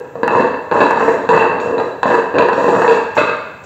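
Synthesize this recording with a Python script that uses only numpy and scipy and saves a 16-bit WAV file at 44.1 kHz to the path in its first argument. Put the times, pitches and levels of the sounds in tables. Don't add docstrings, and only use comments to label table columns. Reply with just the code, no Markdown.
import sys
import numpy as np
from scipy import signal
from scipy.fft import rfft, irfft, next_fast_len
from scipy.io import wavfile
from scipy.ndimage import uniform_filter1d, minimum_filter1d

SR = 44100
rng = np.random.default_rng(int(sys.argv[2]) if len(sys.argv) > 2 else 0)


def gain_from_db(level_db):
    decades = np.asarray(level_db, float) / 20
    return 10 ** decades


def materialize(psi):
    bounded = np.clip(np.atleast_2d(psi).T, -1, 1)
    quanta = np.round(bounded * 32767).astype(np.int16)
    wavfile.write(sys.argv[1], SR, quanta)


N = 160965
BASS_HZ, TREBLE_HZ = 733, 1840

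# pitch_hz, width_hz, level_db
BODY = [(207, 54, -15.5), (273.8, 52, -10.5), (366, 23, -8), (470, 50, 1), (631.5, 68, -7), (927, 227, 0),
        (1685, 212, 4.5), (2640, 90, 5), (4000, 81, -3), (4750, 39, 2), (5570, 120, -24.5), (6750, 86, 22),
        (7320, 76, 23), (8350, 180, -8.5)]


def at_hz(points, hz):
    pitch, value = np.transpose(points)
    return np.interp(np.log(hz), np.log(pitch), value)


def convolve(x, h):
    size = next_fast_len(2 * N)
    return irfft(rfft(x, size) * rfft(h, size), size)[:N]


def coloured(x, points):
    size = 8192
    hz = np.maximum(np.arange(size // 2 + 1), 1) * SR / size
    log_gain = at_hz(points, hz) * np.log(10) / 20
    cepstrum = irfft(log_gain, size)
    cepstrum[1:size // 2] *= 2
    cepstrum[size // 2 + 1:] = 0
    response = irfft(np.exp(rfft(cepstrum)), size)
    return convolve(x, response[:size // 2])


def rms_one(x):
    return x / np.sqrt(np.mean(x ** 2) + 1e-20)


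def drift(rate):
    r = np.exp(-2 * np.pi * rate / SR)
    wander = signal.lfilter([1], [1, -2 * r, r * r], rng.standard_normal(N + SR))
    return rms_one(wander[SR:])


def sway():
    return gain_from_db(2 * drift(6))


def grains(rate, spread_db):
    sizes = gain_from_db(spread_db * np.minimum(rng.exponential(1, N), 4)) * rng.choice([-1, 1], N)
    return rms_one(sizes * (rng.random(N) < rate / SR))


def resonate(x, hz, width):
    r = np.exp(-np.pi * width / SR)
    top_gain = np.array([1, 0, -1]) * (1 - r * r) / 2
    return signal.lfilter(top_gain, [1, -2 * r * np.cos(2 * np.pi * hz / SR), r * r], x + 1e-18)


def contact(rows, bass_share=0):
    t, load = np.arange(N) / SR, np.zeros(N)
    lift_s = 0.059
    for start, rise, hold, db, *bass_db in rows:
        rise = max(rise, 1e-3)
        press = np.clip((t - start) / rise, 0, 1)
        lift = np.exp(-np.maximum(t - start - rise - hold, 0) / lift_s)
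        load += gain_from_db(db + bass_share * sum(bass_db)) * press * lift
    return load


def still_air():
    # pitch_hz, level_db
    air_colour = [(40, -10), (90, 1), (250, -5.5), (900, -7.5), (2200, -23.5), (5000, -38.5), (7500, -30),
                  (9000, -52.5)]
    return gain_from_db(-40) * rms_one(coloured(rng.standard_normal(N), air_colour))


def hiss():
    high = signal.butter(10, 12100, "high", fs=SR, output="sos")
    return gain_from_db(-63.5) * signal.sosfilt(high, rng.standard_normal(N))


def yard(x):
    # pitch_hz, t60_s (time to fall 60 dB)
    wall_decay = [(100, 0.65), (500, 0.7), (2000, 1), (5000, 0.9), (12000, 0.24)]
    first_echo_s, wobble_per_s = 0.0046, 2.395
    t, out = np.arange(SR) / SR, 0
    level = np.sqrt(np.log(1000) / wall_decay[1][1] / SR)
    for side in range(3):
        tail = 0
        for low in 40 * 2 ** np.arange(0, 9.):
            octave = signal.butter(2, [low, min(2 * low, .45 * SR)], "band", fs=SR, output="sos")
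            fade = gain_from_db(-60 * t / at_hz(wall_decay, low * np.sqrt(2)))
            tail = tail + signal.sosfilt(octave, rng.standard_normal(SR)) * fade
        tail = tail * np.clip(t / first_echo_s - 1, 0, 1)
        turn = wobble_per_s / 2 * np.arange(N) / SR + side / 3
        facing = np.abs(np.cos(np.pi * turn))
        out = out + convolve(x * facing, tail * level)
    return gain_from_db(-1.5) * out


def snaps():
    # start_s, tip_db, clack_db
    edge_snaps = [(0.0005, -33, -41), (0.232, -41, -36), (0.2781, -24, -22), (.8066, -32, -31),
                  (.8275, -37.5, -48), (0.853, -44, -36), (.8654, -42, -45), (0.909, -27.5, -18),
                  (1.2918, -35, -20), (1.334, -38, -44), (1.3558, -48, -51), (1.3773, -47, -41),
                  (2.0307, -38, -21), (2.1192, -41, -46), (2.4089, -38, -46), (2.4289, -36, -45),
                  (2.4882, -28, -35), (2.8184, -25.5, -34), (2.8799, -45, -30), (3.1845, -40, -32)]
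    start_s, tip_db, clack_db = np.transpose(edge_snaps)
    out = 0
    for order, db, band_hz in ((1, tip_db, [2490, 9900]), (2, clack_db, [3000, 7500])):
        clicks = np.zeros(N)
        clicks[(start_s * SR).astype(int)] = gain_from_db(db + 9.5)
        band = signal.butter(order, band_hz, "band", fs=SR, output="sos")
        out = out + signal.sosfilt(band, clicks + 1e-18)
    return out


def pings():
    # start_s, pitch_hz, level_db, t60_s (time to fall 60 dB)
    tones = [(.281, 2660, -28.5, 0.82), (.625, 7300, -55, 0.16), (.81, 2640, -22, 0.25),
             (1.336, 2624, -23.5, 0.55), (1.397, 2680, -19, 0.48), (1.601, 6750, -47.5, 0.19),
             (1.784, 3985, -36.5, 0.29), (1.864, 3960, -47.5, 0.26), (2.142, 4620, -48, 0.4),
             (0.851, 4000, -42.5, 0.16), (3.179, 2610, -19.5, 0.44), (0.001, 499, -19, 0.11),
             (.812, 982, -10.5, .12), (.848, 962, -11.5, .12), (1.3, 970, -15, 0.56),
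             (1.662, 492, -20.5, 0.12), (1.715, 488, -14, 0.14), (1.806, 482.9, -12, 0.29),
             (2.116, 981, -11.5, .2), (2.398, 978, -10, 0.11), (2.41, 2680, -18.5, 0.064),
             (2.685, 477, -4, 0.14), (2.768, 445, -4, 0.13), (2.915, 2734, -24, 0.12),
             (3.177, 536, -7, 0.065), (2.035, 3970, -47, 0.2), (2.39, 4100, -43, 0.23),
             (2.529, 5640, -49, 0.29)]
    twin_below_hz = 68.3
    flutter_db, wander_rad, rise_cycles = 3.5, 0.9, 4
    out, t = np.zeros(N + SR), np.arange(SR) / SR
    for start, hz, db, t60 in tones:
        first, wander = int(start * SR), drift(30)
        phase = 2 * np.pi * hz * t + wander_rad * wander[-SR:]
        pair = np.sin(phase) + .5 * np.sin(phase - 2 * np.pi * twin_below_hz * t)
        fade = gain_from_db(db - 60 * t / t60 + flutter_db * wander[:SR])
        out[first:first + SR] += fade * np.minimum(t * hz / rise_cycles, 1) * pair
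    return out[:N]


def scrape():
    # start_s, rise_s, hold_s, level_db
    slides = [(0.0, 0.0023, 0.016, -77), (.26, 0.093, 0.038, -52), (.715, 0.031, .15, -51),
              (.95, 0.075, 0.11, -48), (1.29, 0.0081, 0.099, -50), (1.6, 0.0025, 0.065, -52),
              (1.78, .01, .06, -57), (2.062, 0.0021, 0.085, -47.5), (2.38, 0.0035, 0.021, -53),
              (2.5, 0.14, 0.31, -46.5), (3.148, .005, 0.04, -43.5), (3.635, 0.004, .05, -51)]
    # pitch_hz, level_db
    grit_colour = [(2500, 7.5), (4000, -8.5), (7400, 4), (8500, -14), (8900, -32), (11400, -37.5),
                   (11700, -15), (15500, -16.5)]
    grit = contact(slides) * grains(9000, 2.5)
    steel = sum(resonate(grit * sway(), hz, width) for hz, width, db in BODY if hz > TREBLE_HZ)
    return 2 * coloured(grit + gain_from_db(3.5) * steel, [(100, -53.5)] + grit_colour)


def knocks(pitches):
    # start_s, peak_db, bass_db, treble_db
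    joint_hits = [(.155, -15.5, 10, 2.5), (0.2323, 7, 1, -1), (.279, 6, -5.5, -3.5), (.351, 8.5, -2, -6.5),
                  (.396, 5, 8, -4.5), (0.542, -4, 1.5, -6.5), (.714, -1, 0, 4.5), (.756, -4.5, 13.5, 0),
                  (0.805, 6.5, 8, 10), (.815, 6, -0.5, -3), (0.828, 1.5, -3, -3.5), (.851, -9, -1.5, 8.5),
                  (0.867, 0.5, -2.5, -16.5), (.909, 5.5, -13, -4.5), (0.961, -5.5, 4, -7),
                  (1.027, -0.5, 6, -5.5), (1.08, 6, 5, -8), (1.139, -9.5, 1, 2.5), (1.29, 10.5, -1, 1),
                  (1.332, 14.5, 2, -3.5), (1.377, 1, -18, 3.5), (1.425, 4, -7.5, -8.5),
                  (1.601, -11.5, -0.5, 19.5), (1.668, -12, 8.5, 3.5), (1.71, -17, 7, -6),
                  (1.781, -6.5, -7, 7.5), (1.8, -1.5, -4, 3.5), (2.031, 6, -8, 2.5), (2.057, 1, 5.5, -5.5),
                  (2.117, 5, 1.5, -6.5), (2.15, -2.5, -0.5, -5), (2.341, -9.5, 8, 2.5),
                  (2.385, 4.5, -2, 9.5), (2.408, 1, -0.5, -3.5), (2.424, -0.5, -5.5, 5.5),
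                  (2.486, 5, -8, -2.5), (2.531, 2, -2, 4), (2.64, -7.5, -4.5, 3.5), (2.681, -2.5, 9.5, 1),
                  (2.745, -4, 4.5, 1), (2.77, -8.5, 13, -0.5), (2.795, -5, 4.5, 0),
                  (2.819, 8.5, -5.5, -2.5), (2.845, 8, -5.5, -15), (2.879, 12.5, 2, 6.5),
                  (2.912, -2.5, 0, 1), (3.168, 3, -8.5, -14.5), (3.177, 3.5, 4.5, 13.5),
                  (3.242, -9.5, -3, 7), (3.296, -12.5, 0, 15)]
    rattle_s, rattle_db, tilt_range_db, scatter_db = 0.008, -22.5, 12, 1.5
    start_s, db, bass_db, treble_db = np.transpose(joint_hits)
    scatter = rng.normal(0, scatter_db, (len(db), len(pitches)))
    trains = np.zeros((len(pitches), N))
    for k, hz in enumerate(pitches):
        tilt_db = bass_db * (hz < BASS_HZ) + treble_db * (hz > TREBLE_HZ)
        tilt_db = np.clip(tilt_db, -tilt_range_db, tilt_range_db)
        trains[k, (start_s * SR).astype(int)] = gain_from_db(db + 6.5 + tilt_db + scatter[:, k])
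    fading = signal.lfilter([1], [1, -np.exp(-1 / (rattle_s * SR))], trains + 1e-18)
    chatter = fading * grains(4000, 2.57)
    return gain_from_db(rattle_db) * chatter - trains


def disc():
    # start_s, rise_s, hold_s, rumble_db, bass_db
    rolls = [(0.0, 0.00094, 0.0054, -28, 0), (.155, 0.01, 0.14, -35.5, 12), (0.225, 0.13, 0.082, -14.5, 1),
             (0.708, 0.012, 0.12, -13.5, 1), (.94, 0.032, 0.04, -11.5, -4),
             (1.06, 0.0067, 0.15, -21.5, 6.5), (1.291, 0.0019, 0.15, -13, 0.5),
             (1.5, 0.0063, 0.18, -26, 6.5), (1.65, 0.022, 0.15, -29.5, 12), (1.782, 0.011, 0.033, -27, 3),
             (2.028, 0.039, 0.084, -11.5, 2.5), (2.342, 0.0037, 0.048, -13.5, 4.5),
             (2.385, 0.004, 0.035, -19, -4), (2.502, 0.11, 0.038, -13, 2.5),
             (2.64, 0.076, 0.21, -16.5, 4.5), (3.176, 0.0016, 0.04, -14, -2.5),
             (3.623, 0.0068, 0.098, -48, 7)]
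    # pitch_hz, level_db, t60_s (time to fall 60 dB)
    ring = [(463, -0.5, 0.31), (489.6, 2.5, 0.091), (555, 0, 0.06), (652, -4, 0.13), (815, -6.5, 0.11),
            (902, -2.5, 0.28), (970, 4.5, 0.25), (1034, 5, 0.6), (1070, -9.5, 0.21), (1603, -5.5, 0.3),
            (2700, -3, 0.34), (2590, 5, 0.12), (3890, -10.5, 0.19), (4660, 12, 0.081)]
    # pitch_hz, level_db
    contact_colour = [(50, -20.5), (120, -15), (400, -7), (1200, -10.5), (2300, -26.5), (4300, -35),
                      (5200, -55.5), (8000, -77)]
    # pitch_hz, level_db
    flat_ring = [(200, -7.5), (470, -2), (650, 6.5), (950, -8), (1700, -5.5), (2600, 2.5), (4000, 4.5),
                 (7000, -0.5)]
    # pitch_hz, width_hz, level_db
    flat_body = [(569, 130, -4.5), (1238, 160, -6), (1430, 90, -1), (1600, 52, 4), (2105, 200, 0.5),
                 (3700, 240, -2)]
    flat_s, flat_slap_db, direct_db, ring_db = 3.172, 5.5, -9.5, -6.5
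    bumps = 10 * gain_from_db(1.3 * drift(40)) * grains(800, 2.7)
    bass_rumble = contact(rolls, bass_share=0.98) * bumps
    rumble = contact(rolls) * bumps

    direct = [("low", BASS_HZ), ("band", [BASS_HZ, TREBLE_HZ]), ("high", TREBLE_HZ)]
    narrow = [(hz, np.log(1000) / np.pi / t60, db + ring_db) for hz, db, t60 in ring]
    modes = BODY + narrow
    pitches = [BASS_HZ / 2, BASS_HZ * 2, TREBLE_HZ * 2] + [row[0] for row in modes]
    blows, out = 20 * knocks(pitches), 0
    for k, pitch in enumerate(pitches):
        force = blows[k] + (bass_rumble if pitch < BASS_HZ else rumble) * sway()
        flat_db = flat_slap_db if k < len(direct) else at_hz(flat_ring, pitch)
        force[int(flat_s * SR):] *= gain_from_db(flat_db)
        if k >= len(direct):
            hz, width, db = modes[k - len(direct)]
            out = out + gain_from_db(db) * resonate(force, hz, width)
            continue
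        kind, edge_hz = direct[k]
        direct_band = signal.butter(2, edge_hz, kind, fs=SR, output="sos")
        out = out + gain_from_db(direct_db) * signal.sosfilt(direct_band, force)
        if kind == "band":
            landed = force * (np.arange(N) > flat_s * SR)
            out = out + sum(gain_from_db(db) * resonate(landed, hz, width) for hz, width, db in flat_body)
    return coloured(out, contact_colour)


def scene():
    near = disc() + scrape() + pings()
    return (near + yard(near) + still_air() + hiss() + snaps())[None]


def band_limit(x):
    return signal.sosfilt(signal.butter(12, 16500, fs=SR, output="sos"), x)


def record(dry):
    limit_s, ceiling_db = 0.0037, -0.07
    top_cut = signal.cheby2(24, 40, 15900, fs=SR, output="sos")
    bass_cut = signal.butter(3, 84, "high", fs=SR, output="sos")
    x = signal.sosfilt(top_cut, dry)
    span = int(limit_s * SR) + 2
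    needed = np.minimum(1, gain_from_db(ceiling_db) / (np.abs(x) + 1e-9))
    gain = minimum_filter1d(needed, size=span, axis=1)
    gain = uniform_filter1d(gain, size=span // 2, axis=1)
    x = signal.sosfilt(bass_cut, x * gain)
    return band_limit(np.clip(x, -1, 1))


dry = scene()
out = record(dry)
materialize(out)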